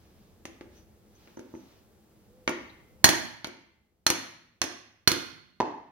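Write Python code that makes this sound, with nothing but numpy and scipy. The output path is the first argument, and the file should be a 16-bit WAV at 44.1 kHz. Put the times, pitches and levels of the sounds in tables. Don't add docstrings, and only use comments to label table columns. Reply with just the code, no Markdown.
import sys
import numpy as np
from scipy import signal
from scipy.fft import rfft, irfft, next_fast_len
from scipy.io import wavfile
from scipy.ndimage import uniform_filter1d, minimum_filter1d

SR = 44100
rng = np.random.default_rng(int(sys.argv[2]) if len(sys.argv) > 2 else 0)


def generate_wav(signal):
    frames = np.transpose(np.atleast_2d(signal))
    scaled = np.clip(frames, -1, 1) * 32767
    pcm = np.round(scaled).astype(np.int16)
    wavfile.write(sys.argv[1], SR, pcm)


N = 260631
T = np.arange(SR // 2) / SR

# t/s, clack level/dB, brightness f/Hz, knock level/dB
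LIGHT_TOUCHES = [(0.4538, -6, 6960, 6.5), (0.6099, -11.5, 2780, 5.5), (1.274, -16, 1980, -10),
                 (1.372, -14, 1500, 8.5), (1.393, -18.5, 7200, 7.5), (1.539, -13, 930, 10),
                 (1.551, -10.5, 1180, 2.5)]
# t/s, force level/dB, brightness f/Hz, ping level/dB,
# thud level/dB, wait for the bounce t/s, bounce level/dB compared with the blow
HAMMER_BLOWS = [(2.477, 15, 2500, 2.5, -4.5, 0.016, -19.5), (3.0428, 37, 15000, 45, 38.5, 0.0475, -10),
                (3.445, 16.5, 4200, 25.5, 6.5, 0.026, -17), (4.066, 30, 9000, 40.5, 13, 0.036, -3.5),
                (4.6167, 25, 7640, 26.5, 4, 0.023, -14), (5.0756, 31, 12520, 40, 32.5, 0.0412, -8)]
# f/Hz, level/dB
SAW_BALANCE = [(100, 1), (300, 1.5), (1000, -3.5), (2200, 2), (4300, -4), (8000, -3.5), (13000, -1.5)]
def hammer_on_saw():
    out = np.zeros((2, N))
    firm_force_db, firm_knock_db = 30, 26.5
    knock_at = lambda force_db: firm_knock_db + 0.5 * (force_db - firm_force_db)
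    for s, clack_db, bright_hz, knock_db in LIGHT_TOUCHES:
        add(out, s, contact(clack_db, bright_hz, knock_db))
    for s, force_db, bright_hz, ping_db, thud_db, wait, bounce_db in HAMMER_BLOWS:
        add(out, s, contact(force_db, bright_hz, knock_at(force_db), ping_db, thud_db))
        back_db = force_db + bounce_db
        bounce = contact(back_db, bright_hz=11100, knock_db=knock_at(back_db) + 8.5,
                         ping_db=ping_db + bounce_db - 8.5, thud_db=thud_db + bounce_db - 9)
        add(out, s + wait, bounce)
    return filtered(out, lambda hz: amp(along(SAW_BALANCE, hz) * np.array([[.5], [-.5]])))


def contact(clack_db, bright_hz, knock_db, ping_db=-120, thud_db=-120):
    soften = lambda hz: 1 / np.sqrt(1 + (hz / bright_hz) ** 4)
    clack = amp(clack_db) * blade_clack(soften)
    ping = amp(ping_db) * steel_ping(soften)
    knock = amp(knock_db) * vice_knock(soften)
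    thud = amp(thud_db) * bench_thud()
    shed_share = 0.61
    out = in_shed(clack + knock + thud + shed_share * ping, wet_db=-2.5)
    add(out, 0, (1 - shed_share) * ping)
    return out


# f/Hz, level/dB
CLACK_COLOUR = [(60, -11.5), (250, -16.5), (600, -5.5), (900, -3.5), (1200, -4.5), (2100, -2), (3200, -5.5),
                (4500, -8), (6500, -0.5), (7500, -16.5), (8600, -8), (11000, -6.5), (13000, -11),
                (16000, -13)]
def blade_clack(soften):
    shake = amp(-0.5) * burst(t60=0.013) + amp(-3.0) * burst(t60=0.1)
    return struck(shake, lambda hz: amp(along(CLACK_COLOUR, hz)) * soften(hz))


# f/Hz, level/dB, fade t/s
STEEL_NOTES = [(4236, 4, 0.05), (4378, 5, 0.045), (5530, -7, 0.08), (6465, -4, 0.05), (1875, -16, 0.02),
               (3490, -13.5, 0.04), (4560, -9, .025), (5680, -10, 0.04), (5950, -8, .04),
               (8480, -14, 0.025), (10500, -16, 0.015), (11630, -18, 0.015), (15240, -19, .08)]
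def steel_ping(soften):
    return struck(ring(STEEL_NOTES, scatter_db=3, spread=1.0), lambda hz: soften(hz) ** 2)


# f/Hz, level/dB, fade t/s
VICE_NOTES = [(109.5, -5, 0.9), (160, -21.5, 0.068), (239.6, -2.5, 0.51), (273, -0.5, 0.16),
              (333.7, 3, 0.052), (355, -7, 0.36), (414, -14, .1), (497, -8, 0.053), (880, -10.5, .04),
              (1320, -19, 0.01)]
def vice_knock(soften):
    onset = 1 - np.exp(-T / 0.00047)
    return struck(ring(VICE_NOTES, scatter_db=0, spread=0.5) * onset, soften)


# f/Hz, level/dB
THUD_COLOUR = [(25, -28), (60, -2.5), (130, 4.5), (280, 6), (500, -13), (850, -0.5), (1300, -23.5),
               (4000, -42)]
def bench_thud():
    left_db, left_lag_s = -6, 0.0018
    jolt = T == 0
    left = amp(left_db) * np.roll(jolt, round(left_lag_s * SR))
    return struck(np.array([left, jolt], float), lambda hz: amp(along(THUD_COLOUR, hz)))


# f/Hz, level/dB, fade t/s
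BLADE_NOTES = [(1140, -10, 0.7), (1418, 0, 0.3), (2062, -6, 1.4), (2300, -7, 0.12)]
def blade_song():
    out = np.zeros((2, N))
    fade_out = np.minimum((T[-1] - T) / 0.042, 1)
    for s, *_ in HAMMER_BLOWS:
        add(out, s, amp(25) * ring(BLADE_NOTES, scatter_db=1.5, spread=0.22) * fade_out)
    return out


# t/s, level/dB, f/Hz, length t/s
TOOTH_RUBS = [(0.752, -66, 6070, 0.066), (1.15, -67, 6150, 0.021), (1.368, -55.5, 6070, 0.012),
              (1.521, -67, 6100, 0.11), (2.482, -37, 6200, 0.0037), (2.695, -53, 3950, 0.012)]
def tooth_tinkles():
    out = np.zeros((2, N))
    half_width_hz = 220
    for s, db, pitch_hz, length in TOOTH_RUBS:
        tone = noise(len(T), lambda hz: 1 / (1 + ((hz - pitch_hz) / half_width_hz) ** 2))
        age = 3 * T / length
        swell = age * np.exp(1 - age)
        add(out, s, in_shed(amp(db) * tone * swell, wet_db=-6))
    return out


# t/s, level/dB
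IRON_BUMPS = [(5.6025, 37.5), (5.6075, 37), (5.6175, 30), (5.6275, 21.5)]
# f/Hz, level/dB
PLANK_COLOUR = [(40, -34.5), (110, -10.5), (170, -18), (250, -7), (400, -5.5), (550, -9.5), (850, -9.5),
                (980, -8), (1120, -22.5), (1400, -20.5), (2100, -20.5), (3500, -28), (6200, -31),
                (8000, -46.5), (15000, -60.5)]
# f/Hz, level/dB, fade t/s
HOLLOW_NOTES = [(897, -2, 0.021), (990, -5.5, 0.03)]
def iron_on_plank():
    out = np.zeros((2, N))
    onset = 1 - np.exp(-T / 0.00024)
    for s, db in IRON_BUMPS:
        tap = 0.62 * (T == 0) + 0.51 * burst(t60=0.018)
        clonk = struck(tap, lambda hz: amp(along(PLANK_COLOUR, hz)))
        note = ring(HOLLOW_NOTES, scatter_db=4.5, spread=0.39) * onset
        add(out, s, in_shed(amp(db) * (clonk + note), wet_db=-2.0))
    return out


# f/Hz, fade t/s
ECHO_FADE = [(60, 0.23), (150, 1), (350, 0.45), (700, 0.6), (2000, 0.7), (4000, 0.66), (6000, 0.54),
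             (8000, .45), (15000, 0.52)]
# f/Hz, level/dB
ECHO_COLOUR = [(60, -9.5), (150, -6), (330, 3.5), (900, -1), (2500, -2), (6000, -5), (14000, -11)]
def in_shed(x, wet_db):
    hz, t, hiss = signal.stft(stereo_noise(SR), SR, nperseg=256)
    t60 = along(ECHO_FADE, hz)[:, None]
    fade = amp(along(ECHO_COLOUR, hz)[:, None] - 60 * t / t60)
    even_energy = np.sqrt(2 * np.log(1000) / (t60 * SR))
    tail = signal.istft(hiss * fade * even_energy, SR, nperseg=256)[1][:, :SR]
    onset = 1 - np.exp(-np.arange(SR) / SR / 0.0059)
    out = amp(wet_db) * signal.fftconvolve(x, tail * onset, axes=1)
    add(out, 0, x)
    return out


# middle t/s, level/dB, length t/s
ARM_MOVES = [(0.04, -69.5, 0.095), (0.216, -69.5, 0.21), (0.768, -62.5, 0.082), (1.26, -63.5, 0.18),
             (1.56, -67.5, 0.28), (1.725, -67, 0.16)]
# f/Hz, level/dB
CLOTH_COLOUR = [(500, 4), (1500, -1), (3500, -2), (6000, -4), (8000, -16), (15000, -12)]
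def sleeve():
    t = np.arange(N) / SR
    swell = sum(amp(db) * np.exp(-2 * ((t - s) / length) ** 2) for s, db, length in ARM_MOVES)
    return swell * noise(N, lambda hz: amp(along(CLOTH_COLOUR, hz)))


# t/s, length t/s, level/dB
DOVE_COOS = [(2.25, 0.28, -59.5), (2.84, 0.28, -65)]
def dove():
    out = np.zeros((2, N))
    start_hz, rise_hz = 425, 89.5
    for s, length, db in DOVE_COOS:
        arch = np.sin(np.pi * np.minimum(T / length, 1))
        tone = np.sin(2 * np.pi * np.cumsum(start_hz + rise_hz * arch) / SR)
        add(out, s, amp(db) * arch * tone[None])
    return out


# f/Hz, level/dB
AIR_COLOUR = [(15, -33.5), (25, -11), (70, -2.5), (166, -13), (212, -4), (277, -20), (309, -9.5),
              (463, -14.5), (714, -21.5), (863, -21), (962, -27.5), (1100, -26), (2610, -33), (3250, -33.5),
              (16000, -37)]
# t/s, level/dB
RUMBLE_LEVELS = [(0, 3), (0.9, 3.5), (1.5, -4.5), (3, 2.5)]
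def outdoor_air():
    air = amp(-59.5) * noise(N, lambda hz: amp(along(AIR_COLOUR, hz)))
    rumble_below_hz = 180
    rumble = filtered(air, lambda hz: 1 / (1 + (hz / rumble_below_hz) ** 4))
    rumble_db = np.interp(np.arange(N) / SR, *np.transpose(RUMBLE_LEVELS))
    return air - rumble + amp(rumble_db) * rumble


# f/Hz, likeness (1 = the same)
SIDES_ALIKE = [(60, 0.31), (150, 1), (400, 0.8), (1500, 0.16), (4000, 0.37), (14000, 0.58)]
def stereo_noise(n):
    def shares(hz):
        angle = np.arccos(np.clip(along(SIDES_ALIKE, hz), -1, 1)) / 2
        return np.array([np.cos(angle), np.sin(angle)])
    mid, side = filtered(rng.standard_normal((2, n)), shares)
    return np.array([mid + side, mid - side])


def noise(n, colour):
    return unit(filtered(stereo_noise(n), colour))


def burst(t60):
    return unit(stereo_noise(len(T)) * amp(-60 * T / t60)) / np.sqrt(len(T))


def ring(notes, scatter_db, spread):
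    hz, db, t60 = np.transpose(notes)[:, :, None]
    rate = np.log(1000) / t60
    size = 2 * rate / SR * amp(db + scatter_db * rng.standard_normal(hz.shape))
    phase = spread * rng.standard_normal((2,) + hz.shape)
    return (size * np.exp(-rate * T) * np.sin(2 * np.pi * hz * T + phase)).sum(axis=1)


def struck(x, colour, size=4096):
    gain = np.maximum(colour(np.fft.rfftfreq(size, 1 / SR)), 1e-6)
    cepstrum = irfft(np.log(gain))
    cepstrum[1:size // 2] *= 2
    cepstrum[size // 2 + 1:] = 0
    response = irfft(np.exp(rfft(cepstrum)))
    return signal.fftconvolve(x, response[None], axes=1)[:, :x.shape[1]]


def filtered(x, response):
    n = x.shape[-1]
    padded = next_fast_len(n + SR // 8)
    return irfft(rfft(x, padded) * response(np.fft.rfftfreq(padded, 1 / SR)), padded)[..., :n]


def along(points, hz):
    row_hz, values = np.transpose(points)
    return np.interp(np.log(hz + 1), np.log(row_hz), values)


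def amp(db):
    return 10 ** (np.asarray(db) / 20)


def unit(x):
    return x / np.sqrt(np.mean(x ** 2) + 1e-20)


def add(track, s, x):
    part = track[:, round(s * SR):][:, :x.shape[1]]
    part += x[:, :part.shape[1]]


def scene():
    work = hammer_on_saw() + blade_song() + tooth_tinkles() + iron_on_plank()
    background = outdoor_air() + sleeve() + dove()
    lag_s = np.array([[0.00006], [0]])
    return filtered(work + background, lambda hz: np.exp(-2j * np.pi * hz * lag_s))


def record(dry):
    threshold_db, most_cut_db = -4, 13.5
    instant_share, settle_s = 0.86, 0.18
    low_cut_hz, top_hz = 44, 16000
    peak_db = 20 * np.log10(np.abs(dry).max(axis=0) + 1e-9)
    needed_db = minimum_filter1d(np.clip(threshold_db - peak_db, -most_cut_db, 0), size=256)
    held_db = uniform_filter1d(np.minimum.accumulate(needed_db), size=128)
    keep = np.exp(-1 / (settle_s * SR))
    sinking_db = signal.lfilter([1 - keep], [1, -keep], held_db)
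    x = dry * amp(instant_share * held_db + (1 - instant_share) * sinking_db)
    x = signal.sosfilt(signal.butter(2, low_cut_hz, "highpass", fs=SR, output="sos"), x)
    x = x / (1 + np.abs(x) ** 6) ** (1 / 6)
    return filtered(x, lambda hz: 1 / np.sqrt(1 + (hz / top_hz) ** 120))


dry = scene()
out = record(dry)
generate_wav(out)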